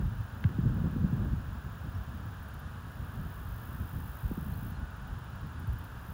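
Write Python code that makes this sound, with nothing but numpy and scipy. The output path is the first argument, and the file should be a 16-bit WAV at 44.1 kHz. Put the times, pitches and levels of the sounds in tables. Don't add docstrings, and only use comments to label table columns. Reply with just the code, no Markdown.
import sys
import numpy as np
from scipy import signal
from scipy.fft import rfft, irfft
from scipy.io import wavfile
from scipy.ndimage import uniform_filter1d

SR = 44100
rng = np.random.default_rng(int(sys.argv[2]) if len(sys.argv) > 2 else 0)


def master(y):
    cut = np.clip(np.atleast_2d(y).T, -1, 1)
    pcm = np.round(cut * 32767)
    wavfile.write(sys.argv[1], SR, pcm.astype(np.int16))


N = 270333
TIME = np.arange(N) / SR

# (frequency [Hz], gain [dB])
PURR_WING_SPECTRUM = [(7000, -48), (11500, -26), (13300, -16), (14300, -8), (15200, 0), (15800, -.5),
                      (16200, -40)]
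BUZZ_WING_SPECTRUM = [(6000, -38), (8500, -21), (9500, -12), (10500, -10), (11000, -14), (11800, -15.5),
                      (12600, -7), (13400, -10), (14000, -2), (15300, 0), (15800, -1), (16200, -40)]


def gain_of(db):
    return 10 ** (np.asarray(db) / 20)


def unit_rms(x):
    return x / np.sqrt(np.mean(x ** 2) + 1e-20)


def add(mix, start_s, sound):
    part = mix[max(round(start_s * SR), 0):][:len(sound)]
    part += sound[:len(part)]


def coloured(x, spectrum):
    hz, db = np.transpose(spectrum)
    bins_hz = np.fft.rfftfreq(N, 1 / SR)
    response_db = np.interp(np.log(bins_hz + 1), np.log(hz), db)
    return unit_rms(irfft(rfft(x) * gain_of(response_db), N))


def noise(spectrum):
    return coloured(rng.standard_normal(N), spectrum)


def drift(cutoff_hz):
    bins_hz = np.fft.rfftfreq(N, 1 / SR)
    lowpass = np.exp(-(bins_hz / cutoff_hz) ** 2) * (bins_hz > 0)
    return unit_rms(irfft(rfft(rng.standard_normal(N)) * lowpass, N))


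def far_hush(hush_db=-50, sway_db=0.11, hiss_db=-68, whine_hz=1466, waver=0.0035):
    # (frequency [Hz], gain [dB])
    hush_spectrum = [(100, 5.5), (350, -6), (600, -5), (950, -1.5), (1400, -0.5), (1680, -1.5), (1870, -11),
                     (2150, -18), (2800, -14), (3600, -17), (4400, -23.5), (5100, -22.5), (6200, -31),
                     (8000, -34.5)]
    hiss_spectrum = [(4500, -14), (6200, -3.5), (7100, -0.5), (7700, -10.5), (8500, -11.5), (9300, -4),
                     (10000, 2.5), (10600, -10.5), (11600, -17), (13500, -11.5), (15500, -2.5)]
    # (time [s], level [dB])
    whine_levels = [(0, -70), (4.4, -76), (4.8, -58), (5.25, -72), (6.13, -77)]
    cycles = np.cumsum(whine_hz * (1 + waver * drift(12.2))) / SR
    whine_rms = gain_of(np.interp(TIME, *np.transpose(whine_levels)))
    whine = whine_rms * np.sqrt(2) * np.sin(2 * np.pi * cycles)
    hush = noise(hush_spectrum) * gain_of(hush_db + sway_db * drift(2.9))
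    return hush + noise(hiss_spectrum) * gain_of(hiss_db) + whine


def bird():
    # (start [s], length [s], first pitch [Hz], last pitch [Hz], peak [dB])
    chips = [(1.94, 0.036, 5150, 5870, -67), (4.524, 0.032, 3700, 4750, -63), (4.74, .04, 4100, 4260, -64),
             (5.775, .06, 2400, 4000, -64.5)]
    out = np.zeros(N)
    for start_s, length_s, first_hz, last_hz, db in chips:
        hz = np.linspace(first_hz, last_hz, round(length_s * SR))
        whistle = np.sin(2 * np.pi * np.cumsum(hz) / SR)
        add(out, start_s, gain_of(db) * np.hanning(len(hz)) * whistle)
    return out


def through_grass(x, echo_gain=0.23, sway_s=0.00002, blades=4):
    delays_s = [rest_s + sway_s * drift(1.4) for rest_s in rng.uniform(0.0011, 0.0082, blades)]
    echoes = sum(np.take(x, np.round((TIME - s) * SR).astype(int), mode="wrap") for s in delays_s)
    return unit_rms(x + echo_gain * echoes)


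def rasp(wing, teeth_hz=2200, jitter=0.27):
    teeth_passed = np.cumsum(teeth_hz * (1 + jitter * drift(410))) / SR
    impacts = np.diff(np.floor(teeth_passed), prepend=0)
    scrape = unit_rms(impacts) + rng.standard_normal(N)
    return coloured(through_grass(scrape), wing)


def trill(start_s, end_s, db, rate_hz, wing, stroke_cycles, rub, flutter_db):
    phase = TIME * rate_hz % 1
    strokes = unit_rms(rub + np.exp(-((phase - 0.5) / stroke_cycles) ** 2))
    gate = uniform_filter1d(1.0 * ((TIME >= start_s) & (TIME <= end_s)), size=1100)
    return rasp(wing) * strokes * gate * gain_of(db + flutter_db * drift(60))


def katydid_purr():
    return trill(start_s=0, end_s=2.45, db=-67, rate_hz=35.6, wing=PURR_WING_SPECTRUM,
                 stroke_cycles=0.17, rub=0.42, flutter_db=1.0)


def katydid_buzz(start_db=-70, full_db=-59, swell_shape=1.7):
    # (start [s], end [s], swell time [s])
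    buzzes = [(2.66, 4.72, 0.57), (5.86, 6.2, .22)]
    out = np.zeros(N)
    for start_s, end_s, swell_s in buzzes:
        age = np.maximum(TIME - start_s, 0) / swell_s
        db = full_db + (start_db - full_db) * np.exp(-age ** swell_shape)
        out += trill(start_s, end_s, db, rate_hz=54.3, wing=BUZZ_WING_SPECTRUM,
                     stroke_cycles=0.25, rub=0.38, flutter_db=0.8)
    return out


def katydid_ticks(gap_s=0.056, stroke_s=0.006, reopen_s=0.024, reopen_db=-11):
    # (first tick [s], last tick [s], relative level [dB], singer [0 purring, 1 buzzing])
    runs = [(2.432, 2.597, -54.5, 1), (4.743, 5.525, -58.6, 0), (5.6, 5.6, -52, 1),
            (5.676, 5.845, -52.3, 1)]
    trim_db, scatter_db = -2.5, 0.3
    onset_db, onset_s = -2.5, 0.08
    force = np.zeros((2, N))
    for first_s, last_s, run_db, singer in runs:
        for tick_s in np.linspace(first_s, last_s, 1 + round((last_s - first_s) / gap_s)):
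            closing = np.exp(-((TIME - tick_s) / stroke_s) ** 2)
            opening = gain_of(reopen_db) * np.exp(-((TIME - tick_s - reopen_s) / (2 * stroke_s)) ** 2)
            ramp_db = onset_db * np.exp(-(tick_s - first_s) / onset_s)
            tick_db = run_db + trim_db + ramp_db + scatter_db * rng.standard_normal()
            force[int(singer)] += gain_of(tick_db) * (closing + opening)
    return force[0] * rasp(PURR_WING_SPECTRUM) + force[1] * rasp(BUZZ_WING_SPECTRUM)


def case_clicks(contact_s=0.00028):
    # (time [s], peak [dB])
    snaps = [(0.4405, -27.5), (0.44238, -33), (0.4918, -41.5)]
    # (frequency [Hz], gain [dB], t60 [s])
    case_modes = [(1590, 10, 0.0064), (1880, -8, 0.014), (2800, 1.5, 0.0075), (3900, -6.5, 0.0063),
                  (6600, -16, .004)]
    out, t = np.zeros(N), np.arange(SR // 20) / SR
    ring = sum(gain_of(db) * np.exp(-np.log(1000) * t / t60_s) * np.sin(2 * np.pi * hz * t)
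               for hz, db, t60_s in case_modes)
    ring *= 1 - np.exp(-(t / contact_s) ** 2)
    for start_s, db in snaps:
        add(out, start_s, gain_of(db) * ring / abs(ring).max())
    return out


def hand_bumps(start_pitch_ratio=3.7, rise_cycles=1.08, sharpness=2.5):
    # (start [s], envelope peak [dB], final pitch [Hz])
    pushes = [(0.445, -16, 84), (0.584, -20.5, 122), (0.652, -19, 97.6), (0.96, -24, 146), (1.04, -21, 125),
              (1.124, -21, 108), (1.331, -25, 118), (4.311, -26, 165), (4.374, -28, 153),
              (5.673, -24, 54.3)]
    out, t = np.zeros(N), np.arange(SR // 8) / SR
    for start_s, db, final_hz in pushes:
        age = t * final_hz / rise_cycles
        envelope = (age * np.exp(1 - age)) ** sharpness
        hz = final_hz * (1 + (start_pitch_ratio - 1) * np.exp(-2 * age))
        add(out, start_s, gain_of(db) * envelope * np.cos(2 * np.pi * np.cumsum(hz) / SR))
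    return out


def turbulence(spectrum, window_samples):
    pressure = noise(spectrum)
    return pressure / np.sqrt(uniform_filter1d(pressure ** 2, window_samples) + 1e-6)


def wind(lull_db=-50.5, lull_buffet_db=-42.5, buffet_db_per_db=0.51, eddy_trim_db=0.74, flutter_db=2.68):
    # (time [s], strength [dB])
    strength = [(0, -35), (.15, -52.5), (.42, -45.5), (.57, -36.5), (.85, -31.5), (.99, -38.5), (1.14, -31),
                (1.28, -41.5), (1.6, -49), (2.85, -51), (3.2, -43), (3.5, -50), (4.17, -52), (4.44, -39.5),
                (5.05, -52), (5.7, -49), (6.13, -50.5)]
    # (frequency [Hz], gain [dB])
    buffet_spectrum = [(15, -53), (25, -24), (38, -9), (58, -2), (82, -2), (120, -6), (160, -17),
                       (260, -28), (600, -76.5)]
    eddy_spectrum = [(50, -44), (100, -1), (155, 2), (200, -2.5), (260, -9), (330, -17), (460, -24.5),
                     (800, -36), (2000, -80)]
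    # (peak time [s], buffet level [dB], eddy level [dB])
    puffs = [(0.033, -30, -37.5), (.19, -34, -65), (1.34, -32, -45), (1.5, -37, -47), (1.961, -34, -51),
             (2.09, -40, -42.5), (3.51, -35.5, -69), (3.71, -39.5, -42), (3.94, -40, -42.5),
             (4.25, -31, -65), (4.79, -35.5, -45.5), (5.1, -37.5, -50), (5.43, -44, -46),
             (5.76, -36.5, -62)]
    puff_rise_s, puff_fall_s = 0.035, 0.065
    strength_db = np.interp(TIME, *np.transpose(strength))
    buffet_gain = gain_of(lull_buffet_db + buffet_db_per_db * (strength_db - lull_db))
    eddy_gain = gain_of(strength_db + eddy_trim_db)
    for peak_s, buffet_db, eddy_db in puffs:
        width_s = np.where(TIME < peak_s, puff_rise_s, puff_fall_s)
        puff = np.exp(-((TIME - peak_s) / width_s) ** 2)
        buffet_gain = np.hypot(buffet_gain, gain_of(buffet_db) * puff)
        eddy_gain = np.hypot(eddy_gain, gain_of(eddy_db) * puff)
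    buffet = turbulence(buffet_spectrum, window_samples=3000) * buffet_gain
    eddies = turbulence(eddy_spectrum, window_samples=2000) * eddy_gain
    return (buffet + eddies) * unit_rms(gain_of(flutter_db * drift(17)))


def scene():
    air = wind() + far_hush()
    katydids = katydid_purr() + katydid_buzz() + katydid_ticks()
    return (air + katydids + bird() + hand_bumps() + case_clicks())[None]


def record(dry, low_cut_hz=32, band_limit_hz=15790):
    highpass = signal.butter(3, low_cut_hz, "highpass", fs=SR, output="sos")
    lowpass = signal.firwin(1023, band_limit_hz, window=("kaiser", 9), fs=SR)
    return signal.oaconvolve(signal.sosfilt(highpass, dry), lowpass[None], "same")


dry = scene()
out = record(dry)
master(out)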